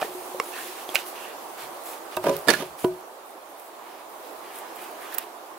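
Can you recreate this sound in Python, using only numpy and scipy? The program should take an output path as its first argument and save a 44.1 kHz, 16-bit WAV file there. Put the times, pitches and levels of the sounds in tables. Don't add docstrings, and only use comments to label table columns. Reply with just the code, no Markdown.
import sys
import numpy as np
from scipy import signal
from scipy.fft import rfft, irfft, next_fast_len
from scipy.io import wavfile
from scipy.ndimage import uniform_filter1d, map_coordinates

SR = 44100
rng = np.random.default_rng(int(sys.argv[2]) if len(sys.argv) > 2 else 0)


def gain_from_decibels(decibels):
    exponent = np.asarray(decibels, float) / 20
    return 10 ** exponent


def waveform_to_disk(signal):
    frames = np.transpose(np.atleast_2d(signal))
    scaled = np.clip(frames, -1, 1) * 32767
    samples = np.round(scaled).astype(np.int16)
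    wavfile.write(sys.argv[1], SR, samples)


N = 246078
TOP_HZ = 16000
SIDES = np.array([[1], [-1]])


def unit(x):
    return x / np.sqrt(np.mean(x ** 2) + 1e-20)


def along(points, hz):
    f, v = np.transpose(points)
    return np.interp(np.log(hz + 1), np.log(f + 1), v)


def curves(rows):
    s, *cols = np.transpose(rows)
    return [np.interp(np.arange(N) / SR, s, c) for c in cols]


def wobble(rate):
    knots = rng.standard_normal(int(N * rate / SR) + 4)
    return map_coordinates(knots, [np.arange(N) * rate / SR])


def filtered(x, response):
    m = next_fast_len(N + SR // 2)
    return irfft(rfft(x, m) * response(np.fft.rfftfreq(m, 1 / SR)), m)[..., :N]


def strokes(rows, attack_s, release_s):
    s, hold, db, *more = np.transpose(rows)[:, :, None]
    t = np.arange(0, N / SR + .01, .001)
    outside = np.maximum((s - t) / attack_s, (t - s - hold) / release_s)
    level_db = db - 20 * np.maximum(outside, 0)
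    gains = [np.sqrt(gain_from_decibels(2 * (level_db + over)).sum(0)) for over in [0, *more]]
    return [np.interp(np.arange(N) / SR, t, gain) for gain in gains]


def rush(spectrum, alike, patchy_db, grain_db=0.):
    white = rng.standard_normal((2, N)) * gain_from_decibels(grain_db * np.abs(wobble(900)))
    z = signal.stft(white, nperseg=512)[2]
    field = uniform_filter1d(rng.standard_normal(z.shape[1:]), size=6, axis=0)
    field = uniform_filter1d(field, size=10, axis=1)
    pair = signal.istft(z * gain_from_decibels(patchy_db * unit(field)), nperseg=512)[1][:, :N]

    def mid_side(hz):
        turn = np.arccos(np.clip(along(alike, hz), -1, 1)) / 2
        return gain_from_decibels(along(spectrum, hz)) * [np.cos(turn), np.sin(turn)]

    mid, side = filtered(pair, mid_side)
    return unit(np.array([mid + side, mid - side]))


def placed(x, pan_db, lag_us):
    # f/Hz, share of pan [0-1]
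    aim = [(200, 0.017), (700, 0.22), (1300, 0.58), (2400, 0.79), (4400, 0.23), (15000, 0.33)]

    def ports(hz):
        late = np.exp(-1j * np.pi * np.maximum(hz - 2400, 0) * lag_us * 1e-6 * SIDES)
        return gain_from_decibels(pan_db / 2 * along(aim, hz) * SIDES) * late

    return filtered(x, ports)


def murmur():
    # t/s, level/dB
    traffic = [(0, -41.5), (.7, -42.5), (1.32, -41.5), (2.19, -42), (2.42, -41), (2.61, -45), (3.0, -45.5),
               (3.25, -46.5), (3.95, -45.5), (4.3, -43), (5.04, -41.5), (5.28, -44.5), (5.58, -45)]
    # f/Hz, level/dB per Hz
    traffic_spectrum = [(20, -56), (60, -56), (110, -57), (160, -32), (200, -21), (260, -16.5), (330, -7),
                        (500, -7.5), (750, -4), (1150, -7.5), (1500, -15.5), (2100, -22), (3200, -27.5),
                        (6000, -53)]
    # f/Hz, level/dB per Hz
    air_spectrum = [(800, -12), (2000, -1), (4000, -1), (5500, -3), (7500, -3.5), (11000, -2.5),
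                    (15750, -4.5), (16000, -28)]
    # start t/s, hold/s, level/dB
    gusts = [
        (0, 0.19, -51),
        (.55, 0.16, -44.5),
        (1.1, 0.53, -52),
        (2.4, 0.22, -52),
        (5.0, .08, -61),
    ]
    # f/Hz, likeness [0-1]
    likeness = [(60, 0), (130, 0.73), (290, 0.74), (640, 0.68), (1410, 0.05), (3100, 0), (6820, 0.02),
                (15000, 0.3)]
    # f/Hz, level/dB
    lean = [(60, -6), (110, 10), (200, -0.5), (380, -2), (700, -5), (1290, -4), (2380, -3.5), (4400, -0.5),
            (8120, -0.5), (15000, -3)]
    far_db, = curves(traffic)
    hiss = gain_from_decibels(-50.5 + far_db - far_db.mean())
    leaves = strokes(gusts, attack_s=1.0, release_s=0.5)[0]
    far = rush(traffic_spectrum, likeness, patchy_db=0.78) * gain_from_decibels(far_db + 2.0 + 0.15 * wobble(11.0))
    air = rush(air_spectrum, likeness, patchy_db=1.6) * np.hypot(hiss, leaves)
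    return filtered(far + air, lambda hz: gain_from_decibels(along(lean, hz) / 2 * SIDES))


def thuds():
    # start t/s, hold/s, level/dB
    landings = [
        (0, 0.027, -52.5),
        (.4, 0.033, -82),
        (.86, .09, -66),
        (1.63, 0.012, -61),
        (2.175, 0.043, -51.5),
        (2.26, 0.049, -38.5),
        (2.34, 0.056, -48),
        (2.48, 0.018, -36),
        (2.55, 0.15, -54),
        (2.846, 0.01, -42.5),
    ]
    # f/Hz, level/dB per Hz
    ground = [(25, -29), (55, -18), (110, -12), (170, -4.5), (300, -48)]
    weight = strokes(landings, attack_s=0.028, release_s=0.11)[0]
    return weight * rush(ground, [(30, 0.45), (120, 0.92)], patchy_db=3.5)


def snap(t, hz, t60, crack_db):
    wander = (hz / 9000) ** 1.84 * np.cumsum(rng.standard_normal(len(t))) * 0.473
    tone = np.sin(2 * np.pi * hz * t + wander) * (1 - np.exp(-t / 0.00051))
    band = signal.butter(2, [0.92 * hz, min(2.42 * hz, TOP_HZ)], "bandpass", fs=SR)
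    spike = 4.1 * (t == 0)
    crack = gain_from_decibels(crack_db + 2.5) * signal.lfilter(*band, rng.standard_normal(len(t)) + spike)
    return gain_from_decibels(-60 * t / t60) * (tone + crack)


def snaps():
    # t/s, peak level/dB, ring f/Hz, t60/s, left-right/dB
    breaks = [(.018, -24.5, 2470, 0.03, 6), (.0197, -9, 640, 0.012, -1.5), (.0265, -10, 727, 0.02, 3),
              (.001, -25, 1100, 0.012, 0), (.0148, -15.5, 1320, 0.0075, 2), (.027, -24, 1780, 0.041, 3),
              (.3992, -17.5, 5370, 0.0099, 2), (.3996, -16, 1630, 0.0051, 2),
              (.4003, -22.5, 2720, 0.012, 3), (.941, -31, 11530, 0.067, 0),
              (.9475, -19.5, 11900, 0.055, -6), (.955, -19, 587, 0.019, 3),
              (.9556, -15.5, 6840, 0.0087, 11), (.9562, -20, 4740, 0.0076, 0),
              (.9565, -20, 1410, 0.0077, 6), (.9445, -16.5, 810, 0.014, 2), (.961, -22, 1500, .03, 5),
              (.968, -40, 2880, 0.29, 6), (2.167, -28, 3800, 0.018, -2), (2.4755, -31, 2390, 0.032, -6),
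              (2.476, -35, 5000, .03, -8), (2.484, -20, 4810, 0.017, -22),
              (2.4915, -21.5, 4450, 0.029, -15), (2.492, -26, 6200, .012, -10),
              (2.537, -27, 4270, .02, -14), (2.502, -18.5, 4410, 0.033, -17), (3.596, -50, 14100, .09, -15),
              (5.186, -25.5, 1160, 0.013, 4)]
    # t/s, peak level/dB,
    # ring f/Hz, t60/s, left-right/dB
    twigs = [(.015, -14, 2920, 0.0035, -5), (.3998, -12, 2130, 0.0099, -1.5), (.891, -22.5, 3300, 0.014, 2),
             (.942, -26, 2500, 0.01, 9), (.9475, -24, 2600, .012, 0), (.952, -22, 2300, 0.013, -2),
             (.9558, 3, 2400, 0.0047, 0), (.9566, 3.5, 2590, 0.0028, 4), (.9613, -9, 2900, .005, -3),
             (.9617, -22, 4100, .008, -8), (.9635, -17, 2840, 0.016, -6), (.968, -24, 2680, .01, -4),
             (.974, -31, 2530, 0.018, -3), (.978, -32, 2890, .015, -1), (.989, -25, 2600, .01, -3),
             (.989, -26, 3530, 0.011, -3), (2.146, -35, 2840, .017, -3), (2.17, -28, 2630, 0.03, 2),
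             (2.505, -17, 5920, 0.019, -13)]
    # t/s, peak level/dB, ring f/Hz, t60/s, left-right/dB
    taps = [
        (.042, -25, 800, 0.01, 0),
        (.0455, -24, 435, 0.047, 2),
        (.346, -23, 536, 0.045, 1),
        (.3996, -15, 480, 0.024, 3.5),
        (.3994, -10, 1100, 0.019, 4),
        (.891, -14, 695, 0.0067, 2),
        (2.1706, -14, 695, 0.023, 1),
        (2.8427, -9, 615, .016, 0.5),
        (2.8463, -5, 365, 0.014, -1.5),
    ]
    # t/s, peak level/dB, left-right/dB
    clicks = [
        (0.3984, -22, 0),
        (.9558, -12, -6),
        (2.5005, -14, -8),
        (2.506, -17, -5),
        (2.1695, -26, -6),
        (5.1255, -32, -4),
        (5.142, -30, -6),
        (5.1478, -26, -4),
        (5.1832, -6.5, -9),
        (5.1857, -16, 0),
    ]
    # t/s, peak level/dB, ring f/Hz, left-right/dB
    flake_ticks = [(1.838, -34, 10200, -9), (2.113, -41, 10900, 17), (2.168, -14.5, 13100, -3),
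                   (2.361, -38.5, 12000, -1.5), (2.366, -23, 12260, -23), (2.39, -30, 12800, -13),
                   (4.76, -32, 13200, -13), (4.915, -37, 12800, -16), (5.125, -26, 11900, 11),
                   (5.142, -24, 12100, -13), (5.1453, -23, 14200, -15), (5.147, -22, 13500, -5),
                   (5.149, -17, 12800, 1), (5.151, -27, 11900, -5), (5.183, -14, 13400, -6),
                   (5.184, -15, 13400, -10), (5.1854, -10.5, 13500, -5), (5.1915, -25, 11000, -5)]
    flakes = [(s, db, hz, 0.0048, pan_db) for s, db, hz, pan_db in flake_ticks]
    out, t = np.zeros((2, N + SR)), np.arange(SR // 10) / SR
    for rows, crack_db in [(taps, -9.5), (twigs, -14), (breaks, -5.5), (flakes, -3)]:
        for s, db, hz, t60, pan_db in rows:
            at = slice(round(s * SR), round(s * SR) + len(t))
            out[:, at] += gain_from_decibels(db + pan_db / 2 * SIDES) * snap(t, hz, t60, crack_db)
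    thin = signal.butter(1, 1810, "highpass", fs=SR)
    for s, db, pan_db in clicks:
        at = slice(round(s * SR), round(s * SR) + len(t))
        dust = 0.43 * gain_from_decibels(-60 * t / 0.002) * rng.standard_normal(len(t))
        out[:, at] += gain_from_decibels(db + pan_db / 2 * SIDES) * signal.lfilter(*thin, (t == 0) + dust)
    return placed(out[:, :N], pan_db=-13.5, lag_us=34)


def squeaks():
    # start t/s, hold/s, level/dB, lowest hollow over the upper ones/dB
    squeezes = [
        (.535, 0.075, -45.5, 2),
        (.76, 0.045, -49.5, -5),
        (1.155, 0.16, -49, -8),
    ]
    # start t/s, hold/s, level/dB
    creaks = [
        (3.8, 0.16, -55),
        (4.44, 0.25, -49),
        (4.79, 0.045, -44),
        (5.02, 0.12, -45),
        (5.18, 0.0065, -43.5),
    ]
    # f/Hz, width/Hz, level/dB
    hollows = [(1880, 300, 0), (2700, 420, 0), (3300, 420, -5)]
    # f/Hz, level/dB per Hz
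    bark_spectrum = [(900, -7), (1600, 2), (2100, -0.5), (3000, -2.5), (4500, -13.5)]

    def hollow(peaks):
        return lambda f: sum(gain_from_decibels(db) * 1j * f * w / (c * c - f * f + 1j * f * w) for c, w, db in peaks)

    bark = rush(bark_spectrum, [(2000, 0.64)], patchy_db=2.0, grain_db=1.5)
    upper, lowest = strokes(squeezes, attack_s=0.024, release_s=0.07)
    squeezed = upper * unit(filtered(bark, hollow(hollows[1:])))
    squeezed = squeezed + lowest * unit(filtered(bark, hollow(hollows[:1])))
    return squeezed + strokes(creaks, attack_s=0.058, release_s=0.15)[0] * bark


def scuffs():
    # start t/s, hold/s, hiss level/dB, crunch over hiss/dB
    boots = [(.012, 0.032, -41.5, -0.5), (.11, .26, -50, -13), (.44, 0.1, -46.5, -8),
             (.56, 0.12, -42, -3.5), (.72, .12, -46.5, -3.5), (.89, 0.032, -46.5, 0),
             (.965, 0.035, -41.5, 1.5), (1.065, 0.022, -42.5, -6), (1.155, 0.11, -49, 1),
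             (1.585, 0.051, -45, 0.5), (1.7, 0.14, -56, -9), (1.86, 0.078, -42, -6.5),
             (2.12, 0.017, -48, 0.5), (2.236, 0.12, -45.5, 1.5), (2.38, 0.033, -53, -11),
             (2.5, 0.038, -37, 4), (2.58, 0.091, -53, 2.5), (2.79, 0.057, -44, -6)]
    # start t/s, hold/s, hiss level/dB, crunch over hiss/dB
    palms = [(2.995, 0.023, -60, -4), (3.26, 0.05, -55.5, -14), (3.497, 0.018, -54.5, -12),
             (3.595, 0.013, -50, -17), (3.643, .04, -54, -17), (3.865, 0.14, -63, 5), (4.098, 0.3, -57, -9),
             (4.24, 0.022, -58, 5), (4.546, 0.039, -45, -9), (4.755, 0.13, -52.5, -17),
             (4.82, 0.0091, -45, -14), (5.02, .04, -51, -12), (5.124, 0.015, -46.5, 1),
             (5.19, 0.04, -49, -3), (5.5, .01, -63, -12)]
    # f/Hz, level/dB per Hz
    soil_spectrum = [(3000, -30), (6000, -7), (8000, -3), (11000, 0), (13500, -1), (15750, -1),
                     (16000, -30)]
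    sleeve_spectrum = [(5000, -23), (9000, -4.5), (12000, -1.5), (15750, -3), (16000, -30)]
    crunch_spectrum = [(300, -18), (1000, 0.5), (2500, 3), (5000, -2), (8000, -16), (12000, -42)]
    soil, coarse = strokes(boots, attack_s=0.024, release_s=0.087)
    skin, rough = strokes(palms, attack_s=0.03, release_s=0.062)
    hiss = rush(soil_spectrum, [(5000, 0.83)], patchy_db=2.0, grain_db=2.5)
    hiss = hiss * soil * gain_from_decibels(1.1 * wobble(27.05))
    swish = rush(sleeve_spectrum, [(5000, 0.56)], patchy_db=2.0, grain_db=5.5)
    swish = swish * skin * gain_from_decibels(1.1 * wobble(40))
    crunch = rush(crunch_spectrum, [(1000, 1.0), (5000, 0.18)], patchy_db=0.5, grain_db=3.0)
    crunch = crunch * (coarse + rough) * gain_from_decibels(1.5 + 0.82 * wobble(24.7))
    return placed(hiss + swish + crunch + squeaks(), pan_db=-5.5, lag_us=22.6)


def ring(force, modes):
    t = np.arange(SR // 2) / SR
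    body = np.zeros(len(t))
    for k, (hz, db, t60) in enumerate(modes):
        body += (-1) ** k * gain_from_decibels(db - 60 * t / t60) * np.sin(2 * np.pi * hz * t)
    return signal.fftconvolve(force, body)[:N]


def blows(let_go_s):
    # t/s, into carried log level/dB, into frame log level/dB, contact/ms
    on_wood = [(2.17, -16.5, -54, 0.39), (2.240, -19, -29, 0.36), (2.247, -23, -10, 1.7),
               (2.257, -22, -5.5, 1.32), (2.266, -7.5, -32, 1.03), (2.283, -4.5, -41, 1.37),
               (2.2888, -7, -40, 1.4), (2.2935, -30, -7, 0.81), (2.324, -16, -35, 1.7),
               (2.471, -26, -17.5, 0.66), (2.475, -11.5, -19, 0.82), (2.598, -35, -10, 1.6),
               (2.610, -37.5, -26, 1.6), (2.623, -20, -32, 0.67), (2.8445, -20, -42, 0.67),
               (2.8455, -11, -35, 0.76)]
    # t/s, into block level/dB, contact/ms, grit level/dB
    on_stone = [(2.484, -8, .17, -14.5), (2.4885, -9.5, 0.19, -19), (2.491, -14, 0.23, -17),
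                (2.4953, -17, 0.18, -25.5), (2.498, -29, 0.31, -20.5), (2.503, -21, 0.38, -16.5),
                (2.506, -20, 0.11, -20.5), (2.5099, -22, 0.36, -30), (2.515, -28, 0.39, -32),
                (2.536, -17, 0.18, -24.5), (2.5395, -20, 0.22, -36)]
    contacts = []
    for s, a, b, ms in on_wood:
        grit_db = max(a, b) - 1 - 21 * ms
        contacts.append((s, [gain_from_decibels(a), gain_from_decibels(b), 0], ms, grit_db))
    for s, db, ms, grit_db in on_stone:
        contacts.append((s, [gain_from_decibels(db - 17), 0, gain_from_decibels(db)], ms, grit_db))
    force, gate, t = np.zeros((3, N)), np.zeros(N), np.arange(SR // 10) / SR
    crumble = gain_from_decibels(-60 * t / 0.029) + 0.061 * gain_from_decibels(-60 * t / 0.08)
    for s, shares, ms, grit_db in contacts:
        push = np.sin(np.pi * np.clip(t / (2 * ms / 1000), 0, 1)) ** 2
        at = slice(round(s * SR), round(s * SR) + len(t))
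        force[:, at] += np.outer(shares, push / push.sum())
        gate[at] += gain_from_decibels(grit_db - 0.5 * (s > let_go_s)) * crumble
    return force, gate


def knocks():
    # start t/s, hold/s, level/dB
    grip = [
        (.07, 0.35, -42),
        (.8, 0.094, -48),
    ]
    # start t/s, hold/s, on wood level/dB, on stone over wood/dB
    grind = [
        (2.262, 0.017, -19.5, -15),
        (2.478, 0.018, -42, 7),
        (2.52, 0.056, -44, 9),
        (2.588, 0.019, -32.5, -1.5),
    ]
    # f/Hz, level/dB, t60/s
    held_modes = [(173, -19, 0.042), (480, -10, 0.022), (626, -9, 0.16), (681, -7, 0.09), (950, -6.5, 0.13),
                  (1213, -7.5, 0.081), (1500, -12, 0.082), (1600, -12, 0.08), (2500, -14, 0.039),
                  (3700, -21, 0.022)]
    # f/Hz, level/dB, t60/s
    free_modes = [(173, -10, 0.046), (480, -3, 0.026), (636, -16, 0.27), (668, -14, 0.31), (985, 0, 0.097),
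                  (1210, -2, 0.12), (1490, 4, 0.15), (1870, -21, 0.14), (2530, -16, 0.039),
                  (3700, -18, 0.022)]
    # f/Hz, level/dB, t60/s
    bending = [(365, 0.5, 0.29)]
    # f/Hz, level/dB, t60/s
    frame_modes = [(158.3, -22.5, 0.15), (271, -14.5, .12), (417, -19, 0.3), (999, -14.5, 0.18),
                   (1202, -17, 0.16), (556.5, -5, 0.21), (618, -6, .17)]
    # f/Hz, level/dB, t60/s
    block_modes = [(300, -25, 0.082), (449, -12, 0.069), (727, -16.5, 0.075), (1446, -12, 0.1),
                   (1657, -8, 0.059), (1732, -1.5, 0.046), (2260, -15, 0.024), (2920, -31, 0.12),
                   (3530, -8, 0.09), (4430, -5, .05), (4660, -20, 0.054), (6200, 4, 0.009)]
    # f/Hz, level/dB per Hz
    grit_spectrum = [(150, 2), (450, 8), (1000, -0.5), (2200, -7.5), (4500, -10.5), (7000, -14.5),
                     (10000, -13.5), (15700, -17), (16400, -45)]
    let_go_s = 2.8
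    force, gate = blows(let_go_s)
    drag = rng.standard_normal((3, N)) * gain_from_decibels(6.5 * np.abs(wobble(300)))
    wood, stone = strokes(grind, attack_s=0.016, release_s=0.046)
    shift = gain_from_decibels(-39.0) * strokes(grip, attack_s=0.42, release_s=0.76)[0]
    force += drag * [0.3 * shift + gain_from_decibels(-35.0) * wood, gain_from_decibels(-30.5) * wood, gain_from_decibels(-40.0) * stone]
    grit = (gate + stone) * rush(grit_spectrum, [(500, 0.98), (8000, 0.23)], patchy_db=3.0, grain_db=3.5)

    in_hand = np.arange(N) < let_go_s * SR
    gripped, free = in_hand * force[0], ~in_hand * force[0]
    held_bend = [(hz, db, 0.21) for hz, db, _ in bending]
    carried = ring(free, free_modes) + ring(gripped, held_modes)
    carried = carried + ring(gain_from_decibels(-9.5) * gripped, held_bend)
    carried = carried + ring(free + 1.2 * shift * drag[0], bending)
    return (placed(carried, pan_db=-1.0, lag_us=-15)
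            + placed(ring(force[1], frame_modes), pan_db=-18.0, lag_us=15)
            + placed(ring(force[2], block_modes) + grit, pan_db=-20.0, lag_us=140))


def yard(x):
    # f/Hz, t60/s
    decay = [(200, 0.097), (2000, 0.1), (10000, 0.03)]
    hz, t, z = signal.stft(rng.standard_normal((2, SR // 3)), SR, nperseg=256)
    tail = signal.istft(z * gain_from_decibels(-60 * t / along(decay, hz)[:, None]), SR, nperseg=256)[1]
    late = np.pad(x, ((0, 0), (260, 0)))
    return signal.fftconvolve(late, tail / np.linalg.norm(tail[0]), axes=1)[:, :N]


def scene():
    hits = knocks() + snaps()
    near = hits + gain_from_decibels(-19.0) * yard(hits) + scuffs()
    wind_filter = signal.butter(2, 185, "highpass", fs=SR, output="sos")
    return signal.sosfilt(wind_filter, near) + thuds() + murmur()


def roll_off(x):
    return signal.sosfilt(signal.butter(12, 16700, fs=SR, output="sos"), x)


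def record(dry):
    mix = filtered(np.clip(dry, -.97, .97), lambda hz: hz < TOP_HZ)
    return roll_off(mix)


dry = scene()
out = record(dry)
waveform_to_disk(out)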